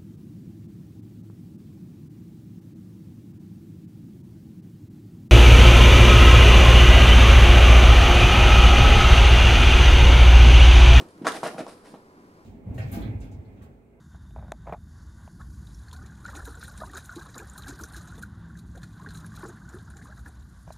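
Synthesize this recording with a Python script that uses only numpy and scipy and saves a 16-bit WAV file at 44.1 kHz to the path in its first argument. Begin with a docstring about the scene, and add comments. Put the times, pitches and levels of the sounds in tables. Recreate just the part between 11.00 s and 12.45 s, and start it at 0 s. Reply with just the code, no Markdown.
"""Newspaper rustles on a bed as a cat pounces and bats at it, heard on a closely spaced stereo pair.
Each paw blow slaps the sheet; the paper buckles in small pops, slides with a hiss, ticks at its creases.
The bedding stirs and the mattress thuds under the cat; the near walls of the small bedroom answer.
Behind it all lie quiet room tone and a faint whirr from the left, perhaps a fan."""
import sys
import numpy as np
from scipy import signal
from scipy.fft import rfft, irfft
from scipy.io import wavfile

SR = 44100
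rng = np.random.default_rng(int(sys.argv[2]) if len(sys.argv) > 2 else 0)


def inscribe(sig):
    """Save sig as 16-bit PCM at rate SR to the path in sys.argv[1].

    A 1-D sig is mono; a 2-D sig holds one channel per row.
    Samples are clipped to [-1, 1] before scaling.
    """
    pcm = np.round(np.clip(np.atleast_2d(sig).T, -1, 1) * 32767)
    wavfile.write(sys.argv[1], SR, pcm.astype(np.int16))


N = 63945
T = np.arange(N) / SR

# shoves of the sheet: (time [s], rise [s], hold [s], release [s], buckle [dB], crunch [dB], slide [dB])
SHOVES = [(0, 0.00069, 0.0087, 0.031, -51, -54.5, -59), (0.073, 0.01, 0.026, 0.048, -64, -81, -64.5),
          (0.219, 0.0013, 0.0032, 0.015, -46.5, -62, -65), (0.244, 0.009, 0.041, 0.0048, -30, -34.5, -50),
          (0.265, 0.0024, 0.012, 0.013, -35, -27, -33.5), (0.324, .025, 0.019, 0.013, -38.5, -43.5, -44.5),
          (0.427, 0.0071, 0.039, 0.006, -32, -36.5, -42.5), (0.47, 0.0092, 0.005, 0.0068, -37, -34.5, -52),
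          (0.52, 0.033, 0.046, 0.033, -54.5, -62, -76), (.574, 0.0092, 0.023, 0.013, -34.5, -43.5, -50),
          (0.672, 0.008, 0.015, 0.017, -47, -53, -52), (0.699, .015, 0.02, .014, -71, -58.5, -56.5),
          (0.766, 0.0071, 0.023, 0.063, -63.5, -64.5, -68), (0.831, 0.026, 0.018, 0.013, -51, -54, -59.5),
          (0.869, 0.011, 0.021, 0.044, -70, -65, -60), (0.937, 0.0062, 0.0058, 0.013, -46.5, -63, -72)]
# single creases snapping: (time [s], level [dB])
CREASE_SNAPS = [(.0125, -30), (.0875, -35.5), (.179, -41), (0.279, -15), (0.3209, -16.5), (.362, -25),
                (0.4559, -20.5), (0.478, -22), (0.671, -40)]
# spectra of the paper's four sounds: (frequency [Hz], relative level [dB])
BUCKLE_COLOUR = [(40, -41), (110, -21.5), (200, 0), (400, 1.5), (700, 4), (1000, -7), (1650, -13),
                 (2200, -14.5), (4000, -21.5), (8000, -50.5), (16000, -49)]
CRUNCH_COLOUR = [(100, -49.5), (600, -6), (1100, 3), (1700, 1), (2200, -8.5), (3500, -17.5), (5000, -16),
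                 (8000, -21.5), (16000, -44.5)]
SLIDE_COLOUR = [(100, -12), (1000, -39), (2500, -0.5), (5000, 2), (6500, -5.5), (9500, 0.5), (11500, -8.5),
                (13000, -20), (16000, -44)]
CREASE_COLOUR = [(100, -33), (1300, 1), (3300, 2), (6200, -0.5), (8000, -3.5), (11000, -7), (13000, -23),
                 (16000, -26)]
# cloth stirring under the cat: (time [s], level [dB])
CLOTH_LEVELS = [(0, -39.5), (.11, -59.5), (.19, -51), (.5, -50.5), (.72, -53), (.82, -57), (.91, -49.5),
                (1.01, -56.5), (1.22, -54.5), (1.45, -55)]
# spectra of cloth, room tone and whirr: (frequency [Hz], relative level [dB])
CLOTH_COLOUR = [(30, -18), (90, -19), (160, -4.5), (380, -1.5), (550, -14.5), (1000, -20), (2000, -28.5),
                (5000, -38), (16000, -44)]
ROOM_TONE_COLOUR = [(15, 28), (45, -22), (90, 9.5), (200, -0.5), (600, -20), (2000, -17), (6000, -18.5),
                    (10000, -21.5), (13000, -28), (16000, -36)]
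WHIRR_COLOUR = [(40, -15), (100, -5), (200, 0), (430, 1.5), (700, 0), (1200, -0.5), (2000, -9.5),
                (3500, -30), (5000, -16), (9000, -50), (16000, -40)]
# tones in the whirr: (frequency [Hz], level [dB])
WHIRR_TONES = [(88, -66), (1005, -66)]
# paw blows on the sheet; the pulse at 0.2753 s is the loudest slap's echo off a near wall:
# (time [s], level [dB], pitch [Hz], crack relative to the slap [dB])
SLAP_PULSES = [(.0045, -27.5, 616, -32), (.2484, -26.5, 750, -36), (0.2693, -6.5, 1240, -7.5),
               (.2753, -20, 700, -19), (0.4324, -15, 710, -16), (.4748, -37, 745, -10),
               (.5457, -30.5, 616, -32), (.5652, -33, 576, -37), (.5846, -28, 486, -26),
               (0.5923, -38.5, 730, 9), (.6013, -41, 605, -24), (.6037, -32, 494, -26),
               (0.667, -26.5, 650, -10), (.9418, -32, 630, -25)]
# paws and body on the mattress: (time [s], level [dB], pitch [Hz])
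MATTRESS_THUDS = [(0.02, -35, 286), (0.162, -42, 269), (0.215, -26, 266), (0.236, -31.5, 219),
                  (.249, -34, 230), (.434, -28, 239), (.548, -33.5, 206), (0.587, -33.5, 223),
                  (.604, -31, 208), (0.621, -42, 264), (.936, -35.5, 231)]
# resonances of room and furniture: (frequency [Hz], relative level [dB], time to fall 60 dB [s])
RESONANCES = [(242, -24, .54), (349, -13, 0.51), (500, -6, 0.69), (645, -13, 0.22), (694, -26, .25),
              (826, -4, 0.3), (995, -7, 0.58), (1134, 4.5, 0.14), (1222, -4.5, 0.33), (1313, 1, 0.29),
              (1350, -1, 0.16), (1738, -5, 0.37)]
# first reflections off the near walls: (delay [s], level [dB])
WALL_ECHOES = [(.0062, -10), (.0079, -21), (0.0116, -17), (0.0166, -17)]
# decay of the bedroom: (frequency [Hz], time to fall 60 dB [s])
ROOM_DECAY = [(150, 0.22), (400, .48), (1000, 0.28), (3000, 0.41), (8000, 0.44), (16000, 0.75)]
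# width of diffuse sound at the microphones: (frequency [Hz], side minus mid [dB])
MIC_WIDTH = [(30, -18), (80, -14), (170, -17), (500, -12.5), (1200, -4.5), (2800, -2), (6000, -2.5),
             (10000, -4), (15000, -0.5)]
# balance of the microphones: (frequency [Hz], left minus right [dB])
MIC_BALANCE = [(100, -0.5), (1500, 0.44), (5500, -1), (9000, 0), (13000, 2.5)]


def amp(db):
    """Decibels to gain."""
    return 10 ** (np.asarray(db) / 20)


def read(points, hz):
    """Reads a table along a logarithmic frequency axis."""
    f, value = np.transpose(points)
    return np.interp(np.log(hz + 1), np.log(f + 1), value)


def colour(x, points, size=2048):
    """Passes a sound through a causal filter of unit energy with the given spectrum."""
    log_gain = np.log(amp(read(points, abs(np.fft.fftfreq(size, 1 / SR)))))
    kernel = np.fft.ifft(np.exp(np.conj(signal.hilbert(log_gain)))).real
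    return signal.fftconvolve(x, kernel / np.linalg.norm(kernel))[:N]


def add(mix, start_s, sound):
    """Adds a sound to the mix at a time."""
    part = mix[max(round(start_s * SR), 0):][:len(sound)]
    part += sound[:len(part)]


def mic_pair(x):
    """Turns two unrelated signals into diffuse sound at two closely spaced microphones."""
    mid, side = rfft(x)
    width = amp(read(MIC_WIDTH, np.fft.rfftfreq(x.shape[1], 1 / SR)))
    return irfft(np.array([mid + width * side, mid - width * side]) / np.hypot(1, width), x.shape[1])


def wash(points):
    """Coloured noise reaching the microphones from all round."""
    return mic_pair(np.array([colour(noise, points) for noise in rng.standard_normal((2, N))]))


def clicks(per_s, spread_db):
    """Random clicks of uneven size, rms one."""
    size = amp(spread_db * np.minimum(rng.exponential(1, N), 4))
    train = size * rng.choice([-1, 1], N) * (rng.random(N) < per_s / SR)
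    return train / np.sqrt(np.mean(train ** 2) + 1e-20)


def bedroom(x, wet_db, gap_s=0.0031, size=24576):
    """Direct sound, reflections off the near walls and a diffuse tail that dies band by band."""
    hz, t, bands = signal.stft(rng.choice([-1., 1.], (2, size)), SR, nperseg=256)
    decay = amp(-60 * t / read(ROOM_DECAY, hz)[:, None])
    tail = mic_pair(signal.istft(bands * decay, SR, nperseg=256)[1])
    tail *= np.clip(T[:size] / gap_s - 1, 0, 1)
    response = amp(wet_db) * tail / np.linalg.norm(tail[0])
    response[:, 0] += 1
    for delay, db in WALL_ECHOES:
        response[:, round(delay * SR)] += amp(db)
    return signal.fftconvolve(np.atleast_2d(x), response, axes=1)[:, :N]


def ringing(x, gain_db):
    """Narrow resonances of room and furniture sing on after a blow."""
    modes = sum(amp(db - 60 * T / t60) * np.sin(2 * np.pi * (hz * T + rng.random()))
                for hz, db, t60 in RESONANCES)
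    return amp(gain_db) * signal.fftconvolve(x, modes)[:N]


def paper(wet_db=-3, sheet_width=0.59, snap_s=0.00083):
    """Each shove sets off dull buckling pops, a brighter crunch and sliding grains; creases snap."""
    power = np.zeros((3, N))
    for start, rise, hold, release, *levels_db in SHOVES:
        attack = np.clip((T - start) / rise, 0, 1)
        fade = np.exp(-np.maximum(T - start - rise - hold, 0) / release)
        power += (amp(levels_db)[:, None] * attack * fade) ** 2
    buckling, crunching, sliding = np.sqrt(power)
    pops = colour(buckling * clicks(per_s=2600, spread_db=2.5), BUCKLE_COLOUR)
    pops += colour(crunching * clicks(per_s=2600, spread_db=2.5), CRUNCH_COLOUR)
    mid, side = (colour(sliding * clicks(per_s=4700, spread_db=4), SLIDE_COLOUR) for _ in range(2))
    hiss = mic_pair(np.array([mid, sheet_width * side]))  # width 0: from one point, 1: from all over
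    rustle = (pops + hiss) / np.hypot(1, amp(wet_db))
    snaps = np.zeros(N)
    for start, db in CREASE_SNAPS:
        burst = rng.choice([-1, 1], N) * np.exp(-T / snap_s)
        add(snaps, start, amp(db) * burst / np.linalg.norm(burst))
    return bedroom(rustle + colour(snaps, CREASE_COLOUR), wet_db) + ringing(pops, gain_db=-60.5)


def bedding():
    """Cloth rubs softly as the cat shifts its weight."""
    return amp(np.interp(T, *np.transpose(CLOTH_LEVELS))) * wash(CLOTH_COLOUR)


def whirr(rush_db=-59, lead_s=0.00029):
    """A steady soft rush with two faint tones; it reaches the left microphone first."""
    left = amp(rush_db) * colour(rng.standard_normal(N), WHIRR_COLOUR)
    left += sum(amp(db) * np.sin(2 * np.pi * hz * T) for hz, db in WHIRR_TONES)
    delay = np.exp(-2j * np.pi * np.fft.rfftfreq(N, 1 / SR) * lead_s)
    return np.array([left, irfft(rfft(left) * delay, N)])


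def room_tone(level_db=-56.5):
    """The quiet of the bedroom: low rumble and a trace of hiss from all round."""
    return amp(level_db) * wash(ROOM_TONE_COLOUR)


def air_pulse(peak_s, hz):
    """One smooth push of air between two shallow dips, strongest at the given pitch."""
    spread = (np.pi * hz * (T - peak_s)) ** 2
    return (1 - 2 * spread) * np.exp(-spread)


def paw_slaps(crack_hz=4540, crack_lag_s=0.00024):
    """A paw drives the sheet down: an air pulse with a sharp crack. One pulse is a slap's wall echo."""
    pulses = np.zeros(N)
    for peak_s, db, hz, crack_db in SLAP_PULSES:
        crack = amp(crack_db) * air_pulse(peak_s + crack_lag_s, crack_hz)
        pulses += amp(db) * (air_pulse(peak_s, hz) + crack)
    return bedroom(pulses, wet_db=-2.5) + ringing(pulses, gain_db=-51.5)


def mattress_thuds(rise_cycles=0.55, low_cut_hz=140):
    """The mattress takes a paw with two or three soft, low swings."""
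    thuds = np.zeros(N)
    for start, db, hz in MATTRESS_THUDS:
        age = T * hz / rise_cycles
        add(thuds, start, amp(db) * age * np.exp(1 - age) * np.sin(2 * np.pi * hz * T))
    low_cut = signal.butter(2, low_cut_hz, "high", fs=SR, output="sos")
    return bedroom(signal.sosfilt(low_cut, thuds), wet_db=-5)


def scene():
    """The cat on the bed and the quiet room around it, as they reach the microphones."""
    return paper() + bedding() + whirr() + room_tone() + paw_slaps() + mattress_thuds()


def record(dry):
    """Slightly unequal microphones, a low cut at 22 Hz and a band limit at 15.7 kHz."""
    lean_db = read(MIC_BALANCE, np.fft.rfftfreq(2 * N, 1 / SR)) / 2
    heard = irfft(rfft(dry, 2 * N) * amp([lean_db, -lean_db]))[:, :N]
    heard = signal.sosfilt(signal.butter(2, 22, "high", fs=SR, output="sos"), heard)
    band_limit = signal.firwin(511, 15700, window=("kaiser", 9), fs=SR)
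    return signal.oaconvolve(heard, band_limit[None], "same")


dry = scene()
out = record(dry)
inscribe(out)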